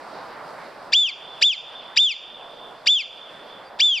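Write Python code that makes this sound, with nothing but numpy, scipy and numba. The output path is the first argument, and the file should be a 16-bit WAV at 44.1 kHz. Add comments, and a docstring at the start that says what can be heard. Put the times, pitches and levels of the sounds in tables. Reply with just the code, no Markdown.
"""Five sharp alarm whistles of a marmot ring out over the steady rush of a distant stream.
Each starts with a rasp, sweeps up, arches over and falls: a harmonic source filtered by the throat.
Boulders and slopes of the mountain meadow scatter it back; a far bird adds one faint note.
The recorder's gain control ducks the stream under every call and lets it swell again."""
import sys
import numpy as np
from scipy import signal
from scipy.fft import rfft, irfft
from scipy.io import wavfile
from scipy.ndimage import uniform_filter1d, minimum_filter1d
from numba import njit

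SR = 44100
rng = np.random.default_rng(int(sys.argv[2]) if len(sys.argv) > 2 else 0)


def output_pcm(signal):
    """Save a mono or channel-first signal as 16-bit PCM at the path in sys.argv[1].

    Samples are clipped to [-1, 1] before scaling.
    """
    pcm = np.clip(np.atleast_2d(signal).T, -1, 1) * 32767
    wavfile.write(sys.argv[1], SR, np.round(pcm).astype(np.int16))


N = 176400


def whistle(start, crest, fall, end, top_hz, squareness, db):
    """Source and filter: the harmonics of an arched pitch sweep pass through the throat's resonances."""
    # response of throat and mouth (frequency [Hz], gain [dB])
    throat = [(1000, -80.5), (1600, -26.5), (2050, -25.5), (2400, -15.5), (3000, -10), (3500, -4),
              (3800, -4.5), (4200, -12), (4550, -9), (4850, -3), (5300, -15), (5750, -10.5), (6450, -24),
              (7100, -11.5), (7900, -26.5), (8600, -39.5), (9500, -53), (10600, -41), (14300, -42.5),
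              (16000, -75)]
    # harmonics 2 to 5 at the source (level relative to the fundamental [dB])
    overtones = [-13.5, -23.5, -23, -37]
    start_hz, fall_hz, end_hz = 1229, 3016, 2110
    rise_s, step_s, attack_s, release_s = .021, .0066, .015, .013
    t = np.arange(N) / SR
    on = (t >= start) & (t < end + release_s)
    t = t[on]
    age = t - start

    # the upsweep climbs in small steps
    stepped = abs(age + .9 * step_s / (2 * np.pi) * np.sin(2 * np.pi * age / step_s))
    below_top = np.exp(-(stepped / rise_s) ** 1.7)
    arch = np.clip((t - crest) / (fall - crest), 0, 1) ** squareness
    drop = 1 - (1 - np.clip((t - fall) / (end - fall), 0, 1)) ** 1.1
    drop += np.maximum(t - end, 0) / (end - fall) / 2  # still sinking during the release
    hz = top_hz - (top_hz - start_hz) * below_top - (top_hz - fall_hz) * arch - (fall_hz - end_hz) * drop
    rasp = np.exp(-(age / .036) ** 2)
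    hz *= 1 + (.0045 + .012 * rasp) * wander(700)[on]  # jitter, strongest at the onset

    phase = 2 * np.pi * np.cumsum(hz) / SR
    flare = undb(11.5 * np.exp(-((age - .02) / .0057) ** 2))  # overtones flare in the first push
    tone = gain_at(hz, throat) * np.sin(phase)
    for k, overtone_db in enumerate(overtones, 2):
        tone += flare * undb(overtone_db) * gain_at(k * hz, throat) * np.sin(k * phase)
    breath = (undb(-32.5) * rasp + undb(-38)) * noise(throat)[on]

    # pressure builds, then fades from crest to end
    build_db = -17.5 * np.maximum(1 - age / attack_s, 0)
    fade_db = -6.5 * np.clip((t - crest) / (end - crest), 0, 1)
    shimmer_db = .4 * wander(250)[on]
    gate = np.clip(age / .002, 0, 1) * np.clip((end + release_s - t) / (2 * release_s), 0, 1)
    out = np.zeros(N)
    out[on] = (tone + breath) * gate * undb(9.5 + db + build_db + fade_db + shimmer_db)
    return out


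def marmot():
    """Superposition of five whistles, each with its own pitch contour and strength."""
    # (start [s], crest [s], final fall [s], end [s], top pitch [Hz], arch exponent [-], level [dB])
    calls = [(.9195, .988, 1.065, 1.108, 3550, 2.6, -4), (1.4105, 1.465, 1.514, 1.548, 3595, 2.0, .5),
             (1.9595, 2.02, 2.089, 2.135, 3600, 2.0, 0), (2.858, 2.918, 2.983, 3.025, 3570, 1.9, -1),
             (3.7885, 3.842, 3.95, 3.999, 3560, 1.8, -3.5)]
    return sum(whistle(*call) for call in calls)


def direct_path(call):
    """Localisation: level and phase differences between two microphone ports give the direction."""
    # (frequency [Hz], left minus right level [dB])
    level_difference = [(2400, 3), (3100, 2.5), (3600, 0), (4800, 0.2), (7000, -4.5)]
    # (frequency [Hz], phase lead of the left port [rad])
    phase_difference = [(3500, 0.23), (4800, 0.4), (6300, -1), (6800, 1.5), (7300, 2.7), (7800, -5.5)]
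    hz = np.fft.rfftfreq(2 * N, 1 / SR)
    lead = np.interp(hz, *np.array(phase_difference).T)
    left = np.sqrt(gain_at(hz, level_difference)) * np.exp(.5j * lead)
    return irfft(rfft(call, 2 * N) * np.array([left, 1 / left]))[:, :N]


def reflections(call):
    """Convolution with the meadow's impulse response: near rocks and slope, far valley and rock faces."""
    # echoes from rock faces (delay [s], spread [s], level [dB])
    faces = [(0.308, 0.012, -39), (0.612, 0.057, -41)]
    t = np.arange(N) / SR

    def decay(db, t60):
        """Exponential decay of power, by 60 dB in t60 seconds; db sets the total energy."""
        return undb(db - 60 * t / t60) ** 2 * 2 * np.log(1000) / t60

    def scatter(power, top_hz):
        """Diffuse reflection: noise follows a power envelope, dulled by absorption in the air."""
        mid, side = rng.standard_normal((2, N))
        air = signal.butter(4, top_hz, fs=SR, output="sos")
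        return signal.sosfilt(air, stereo(mid, .16 * side) * np.sqrt(power / SR)) * pan(-1.6)

    echoes = sum(undb(db) ** 2 * np.exp(-((t - delay) / spread) ** 2) / (spread * np.sqrt(np.pi))
                 for delay, spread, db in faces)
    slope_build_s, rock_decay_s = .026, .008
    build = 1 - np.exp(-(t / slope_build_s) ** 2)
    slope = scatter(decay(db=-14, t60=.38) * build, top_hz=7000)
    valley = scatter(decay(db=-27, t60=1.86) + echoes, top_hz=3980)
    rock_envelope = np.exp(-t / rock_decay_s) * np.sqrt(2 / (rock_decay_s * SR))
    rocks = undb(-23) * rng.standard_normal(N) * rock_envelope
    return signal.fftconvolve(call[None], slope + valley + rocks, axes=1)[:, :N]


def bird():
    """A linear chirp: one short, slightly falling note from a distant bird."""
    centre_s, length_s, hz, sag_hz_per_s = 3.672, .06, 4720, 2500
    t = np.arange(N) / SR - centre_s
    swell = np.cos(np.pi * np.clip(t / length_s, -.5, .5))
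    return undb(-46.5) * swell * np.sin(2 * np.pi * (hz - sag_hz_per_s * t / 2) * t)


def stream():
    """Rushing water as amplitude-modulated noise: octave bands swell together and flicker alone."""
    # spectrum of the water (frequency [Hz], relative density [dB])
    rush = [(20, -52.5), (75, -26.5), (140, -15), (369, -10), (600, -3), (950, -4.5), (1510, -10.5),
            (2070, -16.5), (2900, -25), (3700, -24), (4800, -22.5), (5500, -31), (6400, -39.5), (8700, -39),
            (15500, -51.5)]
    # stereo width (frequency [Hz], side minus mid level [dB])
    width = [(100, -25.5), (380, -8), (1300, -14.5), (4400, -11), (8100, 2.5), (15000, -29)]
    hz = np.fft.rfftfreq(N, 1 / SR)
    spectrum = stereo(rfft(noise(rush)), rfft(noise(rush)) * gain_at(hz, width))
    octave = np.log2(np.clip(hz, 64, 16384))
    swell_db = -.7 * wander(3)
    out = 0
    for centre in range(6, 15):
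        band = irfft(spectrum * np.maximum(1 - abs(octave - centre), 0), N)
        flicker_db = 1.85 * wander(17)
        out += band * undb(swell_db + flicker_db)
    return out * undb(-39.5) * pan(-2)


def hiss():
    """Self-noise of the recorder, partly correlated between the channels."""
    # (frequency [Hz], relative density [dB])
    floor = [(20, -3), (60, -12.5), (200, -26), (1000, -16), (15000, -38.5)]
    return undb(-67.5) * stereo(noise(floor), .5 * noise(floor))


def undb(db):
    """Decibels to amplitude ratio."""
    return 10 ** (np.asarray(db) / 20)


def unit(x):
    """Normalisation to rms 1."""
    return x / np.sqrt(np.mean(x ** 2))


def gain_at(hz, points):
    """Interpolation of (frequency [Hz], level [dB]) points on a log axis, as a gain."""
    f, db = np.array(points, float).T
    return undb(np.interp(np.log(np.maximum(hz, 1)), np.log(f), db))


def noise(points):
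    """Spectral shaping of white noise, at rms 1."""
    white = rfft(rng.standard_normal(N))
    return unit(irfft(white * gain_at(np.fft.rfftfreq(N, 1 / SR), points), N))


def wander(rate):
    """Random modulation of rms 1: rate steps a second, smoothed twice."""
    hold = int(SR / rate)
    steps = np.repeat(rng.standard_normal(N)[:N // hold + 1], hold)
    return unit(uniform_filter1d(uniform_filter1d(steps, hold), hold)[:N])


def pan(db):
    """Amplitude panning: two gains for a left minus right level difference."""
    return undb(np.array([[db], [-db]]) / 2)


def stereo(mid, side):
    """Sum and difference of mid and side give left and right."""
    return np.array([mid + side, mid - side])


@njit
def follow(x, attack_s, release_s):
    """First-order envelope follower with separate rise and fall times."""
    out, level = np.empty(len(x)), 0.
    for i in range(len(x)):
        level += (x[i] - level) / (SR * (attack_s if x[i] > level else release_s))
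        out[i] = level
    return out


def scene():
    """Superposition: marmot and bird arrive directly and by reflection, over the stream."""
    water = stream()
    calls = marmot() + bird()
    return direct_path(calls) + reflections(calls) + water


def record(dry):
    """Automatic gain control clamps fast and recovers in two stages; hiss and a low-pass follow."""
    threshold_db, top_hz = -11, 15550
    peak = -minimum_filter1d(-abs(dry).max(axis=0), size=32)
    excess_db = np.maximum(20 * np.log10(peak + 1e-9) - threshold_db, 0)
    slow_db = .38 * follow(excess_db, attack_s=.3, release_s=12)
    fast_db = follow(np.maximum(excess_db - slow_db, 0), attack_s=.0056, release_s=.13)
    low_pass = signal.ellip(10, .2, 70, top_hz, fs=SR, output="sos")
    return signal.sosfilt(low_pass, dry * undb(-slow_db - fast_db) + hiss())


dry = scene()
out = record(dry)
output_pcm(out)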